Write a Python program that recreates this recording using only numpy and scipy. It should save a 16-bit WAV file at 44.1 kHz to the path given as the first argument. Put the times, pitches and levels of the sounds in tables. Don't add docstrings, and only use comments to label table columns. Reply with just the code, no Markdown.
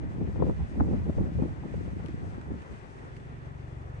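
import sys
import numpy as np
from scipy import signal
from scipy.fft import rfft, irfft
from scipy.io import wavfile
from scipy.ndimage import uniform_filter1d

SR = 44100
rng = np.random.default_rng(int(sys.argv[2]) if len(sys.argv) > 2 else 0)


def generate_wav(sig):
    pcm = np.round(np.clip(np.atleast_2d(sig).T, -1, 1) * 32767).astype(np.int16)
    wavfile.write(sys.argv[1], SR, pcm)


N = 176400
T = np.arange(N) / SR
BIN_HZ = np.arange(N // 2 + 1) * SR / N


def from_db(db):
    return 10 ** (np.asarray(db) / 20)


def rms_one(x):
    return x / np.sqrt(np.mean(x ** 2) + 1e-20)


def in_time(rows):
    times, *columns = np.transpose(rows)
    return [np.interp(T, times, column) for column in columns]


def per_bin(points):
    hz, value = np.transpose(points)
    return np.interp(np.log(BIN_HZ + 1e-3), np.log(hz), value)


def panned(db):
    return from_db(np.array([[1], [-1]]) * db / 2)


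def noise(spectrum, likeness=0):
    low_hz, high_hz = spectrum[0][0] / 2, 2 * spectrum[-1][0]
    roll_off = BIN_HZ / (BIN_HZ + low_hz) / (1 + (BIN_HZ / high_hz) ** 4)
    white = rfft(rng.standard_normal((2, N)))
    mid, side = irfft(white * from_db(per_bin(spectrum)) * roll_off, N)
    return rms_one(np.sqrt(1 + likeness) * mid + np.sqrt(1 - likeness) * side * [[1], [-1]])


def drift(hz):
    step, settle = 40, 2000
    pole = np.exp(-2 * np.pi * hz * step / SR)
    white = rng.standard_normal((2, N // step + settle + 2))
    slow = signal.lfilter([1], [1, -2 * pole, pole ** 2], white)[:, settle:]
    return np.array([np.interp(np.arange(N) / step, np.arange(len(s)), rms_one(s)) for s in slow])


def evened(x, share, window_s=0.038):
    power = uniform_filter1d(x ** 2, int(window_s * SR), axis=-1) + 1e-9
    return rms_one(x / power ** (share / 2))


def burst(start, attack_s, decay_s):
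    age = T - start
    return np.clip(age / attack_s, 0, 1) * np.exp(-np.clip((age - attack_s) / decay_s, 0, 20))


def butter(x, hz, kind, order):
    return signal.sosfilt(signal.butter(order, hz, kind, fs=SR, output="sos"), x + 1e-18)


def wind():
    # t/s, relative rumble level/dB, relative flutter level/dB
    gusts = [(0.0, -40, -48.5), (0.06, -37, -46), (0.14, -43.5, -48), (0.22, -36, -35.5),
             (0.33, -38.5, -50.5), (0.42, -31, -33), (0.51, -32, -34.5), (0.55, -40, -54.5),
             (0.63, -30.5, -47), (0.67, -46, -58), (0.78, -38, -38.5), (0.815, -21, -31.5),
             (0.84, -35, -39.5), (0.93, -33, -33.5), (1.04, -35, -54), (1.1, -35.5, -32),
             (1.12, -37.5, -48), (1.14, -45.5, -54.5), (1.19, -27, -34.5), (1.32, -45.5, -44.5),
             (1.37, -30, -45.5), (1.435, -36.5, -31.5), (1.48, -43, -46.5), (1.52, -36.5, -45.5),
             (1.555, -50.5, -54), (1.6, -39.5, -51), (1.66, -52.5, -43), (1.765, -36, -51),
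             (1.81, -41, -46.5), (2.08, -43.5, -55.5), (2.16, -43, -50), (2.28, -41.5, -51.5),
             (2.44, -49.5, -58), (2.52, -38.5, -43), (2.61, -51, -55.5), (2.67, -54, -65.5),
             (2.72, -46.5, -46), (2.79, -54, -78), (3.0, -54, -59.5)]
    # t/s, left minus right/dB
    gust_pan = [(0, -3), (.2, 0), (.43, 1.5), (.6, -2), (.9, -0.5), (1.2, 0), (1.4, 1), (1.6, -3.5),
                (1.77, 3.5), (2.3, -0.5), (2.6, 0.5)]
    # f/Hz, relative level/dB
    rumble_spectrum = [(20, -36.5), (30, -18), (42, -10.5), (65, 2.5), (100, -6), (150, -10), (210, -12),
                       (350, -56)]
    flutter_spectrum = [(100, -8.5), (170, 7), (235, 1.5), (330, 0), (480, -13.5), (750, -21),
                        (1100, -34.5), (2000, -52.5)]
    rumble_db, flutter_db = in_time(gusts)
    lumps_hz = 60
    rumble = evened(noise(rumble_spectrum, likeness=-0.35), share=0.96)
    rumble *= from_db(rumble_db + 4.5 + 0.5 * drift(lumps_hz))
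    flutter = noise(flutter_spectrum, likeness=0.012) * from_db(4 * drift(lumps_hz))
    flutter = evened(flutter, share=0.35) * from_db(flutter_db + 6) * panned(db=2.2)
    fade = from_db(-6.5 * np.maximum(T - 3.3, 0))
    return (rumble + flutter) * panned(in_time(gust_pan)[0]) * fade


def hiss():
    # f/Hz, relative level/dB
    spectrum = [(25, -14), (60, 16), (200, 0.5), (400, 2), (600, -1.5), (900, -2), (1400, -6), (1800, -6.5),
                (1980, -6), (2150, -12.5), (2600, -15.5), (3100, -18), (3700, -23.5), (4200, -26),
                (5500, -25), (7800, -26.5), (9300, -29.5), (10500, -41)]
    # f/Hz, coherence/0-1
    likeness = [(100, .7), (550, .5), (1100, .72), (1700, .62), (2300, .45), (5000, .3), (10000, .28)]
    # f/Hz, delay/s
    right_lag = [(700, .00047), (1800, .00033), (2150, .00032), (2700, .00048)]
    # f/Hz, left minus right/dB
    pan = [(200, 0.5), (380, 3.5), (550, 7), (1000, 1.5), (2000, 1.5), (3000, 0), (4600, 8), (7000, 1.5),
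           (10000, 0)]
    # t/s, relative level/dB
    level = [(0, -48), (.7, -49), (1.5, -48), (2.7, -48.5), (4, -50)]
    rustle_level = [(0, -0.88), (.25, 0.78), (.7, 1.5), (1.6, 0.93), (2.6, 0.83), (3.1, 1.3), (4, -0.3)]
    treble_level = [(0, -5.5), (.25, -3.5), (.7, -0.5), (1.5, -1), (2.1, -2.5), (2.7, 0), (3.2, -3.5),
                    (4, -2)]
    left, unrelated = rfft(noise(spectrum))
    alike = per_bin(likeness)
    delay = np.exp(-2j * np.pi * BIN_HZ * per_bin(right_lag))
    right = alike * delay * left + np.sqrt(1 - alike ** 2) * unrelated
    ports = np.array([left, right]) * panned(per_bin(pan))
    rustle_hz, treble_hz, flicker_db = 2440, 6500, 1.6
    upper = per_bin([(rustle_hz / 2, 0), (rustle_hz, 1)])
    treble = per_bin([(rustle_hz, 0), (treble_hz, 1)])
    ranges = [(1 - upper, 0),
              (upper - treble, in_time(rustle_level)[0]),
              (treble, in_time(treble_level)[0])]
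    air = sum(irfft(ports * band, N) * from_db(db + flicker_db * drift(hz=7.2)) for band, db in ranges)
    return air * from_db(in_time(level)[0])


def whine(hz=3436, level_db=-80):
    tone = np.sin(2 * np.pi * hz * T + 1.6 * drift(hz=9.3))
    return tone * from_db(level_db + 1.5 * drift(hz=2.5))


def exhaust(cycles):
    # t/s, level/dB
    level = [(0, -49), (2.0, -43.5), (2.8, -54.5), (3.1, -48), (3.5, -42), (3.8, -45.5), (4, -40.5)]
    # t/s, relative level/dB
    bass_level = [(0, -7), (3.0, -2.5), (3.4, -4.5), (3.8, 5.5), (4, 2)]
    pipe_hz, half_width_hz, echo_s, echo_db = 121.3, 7.5, 0.01377, -9.5
    count = np.floor(cycles)
    firings = np.diff(count, prepend=count[0]) * from_db(drift(hz=12))
    puffs = butter(firings, 55.4, "high", order=2)
    puffs = butter(puffs, 150.5, "low", order=8)
    ring = butter(puffs, [pipe_hz - half_width_hz, pipe_hz + half_width_hz], "band", order=1)
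    puffs += from_db(-0.5) * ring
    echo = np.array([np.interp(T - echo_s, T, port) for port in puffs])
    puffs += from_db(echo_db) * echo
    bass = irfft(rfft(puffs) * per_bin([(77, 1), (150, 0)]), N)
    puffs += bass * (from_db(in_time(bass_level)[0]) - 1)
    return rms_one(puffs) * from_db(in_time(level)[0])


def engine(firing_hz=23.25, firing_at_s=3.6775):
    # multiple of the firing rate, relative level/dB
    partials = [(1, -65.5), (11, -65.5), (12, -67), (15, -68), (16, -67), (17, -61)]
    # t/s, relative level/dB
    hum_level = [(0, -12.5), (2.6, -3), (3.1, 3), (4, -3.5)]
    cycles = (T - firing_at_s) * firing_hz
    throb = exhaust(cycles)
    lag_s = np.array([[0.00064], [0]])
    heard = cycles - firing_hz * lag_s
    hum = 0
    for multiple, db in partials:
        amplitude = np.sqrt(2) * from_db(db + 1.5 * drift(hz=0.91))
        hum += amplitude * np.sin(2 * np.pi * (multiple * heard + rng.random()))
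    return (throb + hum * from_db(in_time(hum_level)[0])) * panned(db=1)


def soft_eddies(attack_s=0.0068, decay_s=0.0053):
    # t/s, level/dB
    thumps = [(0.209, -28.5), (0.29, -34.5), (0.808, -20.5), (1.654, -34.5), (1.676, -40), (1.801, -27.5),
              (1.873, -31.5), (1.926, -33), (1.962, -31.5), (2.041, -31.5), (2.083, -31), (2.138, -34.5),
              (2.227, -31.5), (2.271, -37), (2.376, -32.5), (2.505, -35)]
    # f/Hz, relative level/dB
    spectrum = [(70, -11), (150, -7), (240, -2.5), (430, -13), (900, -47.5)]
    envelope = sum(from_db(db) * burst(start, attack_s, decay_s) for start, db in thumps)
    return evened(noise(spectrum, likeness=0.012), share=0.8) * envelope


def slaps(attack_s=0.0011):
    # t/s, pop level/dB, decay/s, left minus right/dB, crack relative to pop/dB
    hits = [(0.211, -44.5, 0.0073, 1, -1.5), (0.358, -38.5, 0.011, 11, -11), (0.398, -35, 0.015, 3, -8),
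            (0.422, -19.5, 0.0059, 9, -12), (0.465, -33.5, 0.022, 3, -16.5), (0.495, -28, 0.0084, -3, -9.5),
            (0.589, -54, 0.037, 2, 6.5), (0.755, -41, 0.0043, -10, -12), (0.801, -37.5, 0.0014, 6, 10.5),
            (0.806, -24, 0.0027, 5, 1.5), (0.933, -33.5, 0.014, 2, -15), (1.064, -40.5, 0.011, 14.5, -28),
            (1.097, -40, 0.0034, -2.5, -1), (1.183, -27.5, 0.0076, 5, -15), (1.387, -34, 0.013, -3, -15),
            (1.421, -41, 0.013, -6, -2), (1.634, -52, 0.008, 0, 5), (1.74, -36, 0.0082, 9, -15),
            (1.995, -47, 0.0068, -7, 4.5)]
    # f/Hz, relative level/dB
    pop_spectrum = [(100, -16.5), (250, 2), (380, 5.5), (520, 13), (680, -9.5), (900, -8), (1200, -25.5),
                    (2100, -59.5)]
    crack_spectrum = [(500, -24.5), (800, 7.5), (1100, -5), (1350, -9.5), (1600, -23.5), (1900, -27),
                      (3000, -47.5)]
    pop = evened(noise(pop_spectrum, likeness=-0.29), share=0.97)
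    crack = evened(noise(crack_spectrum), share=0.98)
    sound = 0
    for start, db, decay_s, pan_db, crack_db in hits:
        envelope = from_db(db) * burst(start, attack_s, decay_s)
        sound += (pop + from_db(crack_db) * crack) * envelope * panned(pan_db)
    return sound


def ticks(attack_s=0.00061, skirt_db=-18):
    # t/s, level/dB, decay/s, f/Hz
    snaps = [(2.06, -45.5, 0.0019, 2650), (2.084, -49, 0.0011, 2750), (2.413, -48, 0.002, 1460),
             (2.619, -54, 0.0056, 2330), (3.165, -51, 0.0068, 1850), (3.198, -61.5, 0.0045, 3100)]
    sound = 0
    for start, db, decay_s, hz in snaps:
        ring = noise([(hz / 2, skirt_db), (hz, 0), (hz * 2, skirt_db)])
        sound += ring * from_db(db) * burst(start, attack_s, decay_s)
    return sound


def scene():
    return wind() + soft_eddies() + slaps() + hiss() + whine() + ticks() + engine()


def record(dry, cutoff_hz=10390):
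    return signal.sosfilt(signal.ellip(10, .2, 70, cutoff_hz, fs=SR, output="sos"), dry)


dry = scene()
out = record(dry)
generate_wav(out)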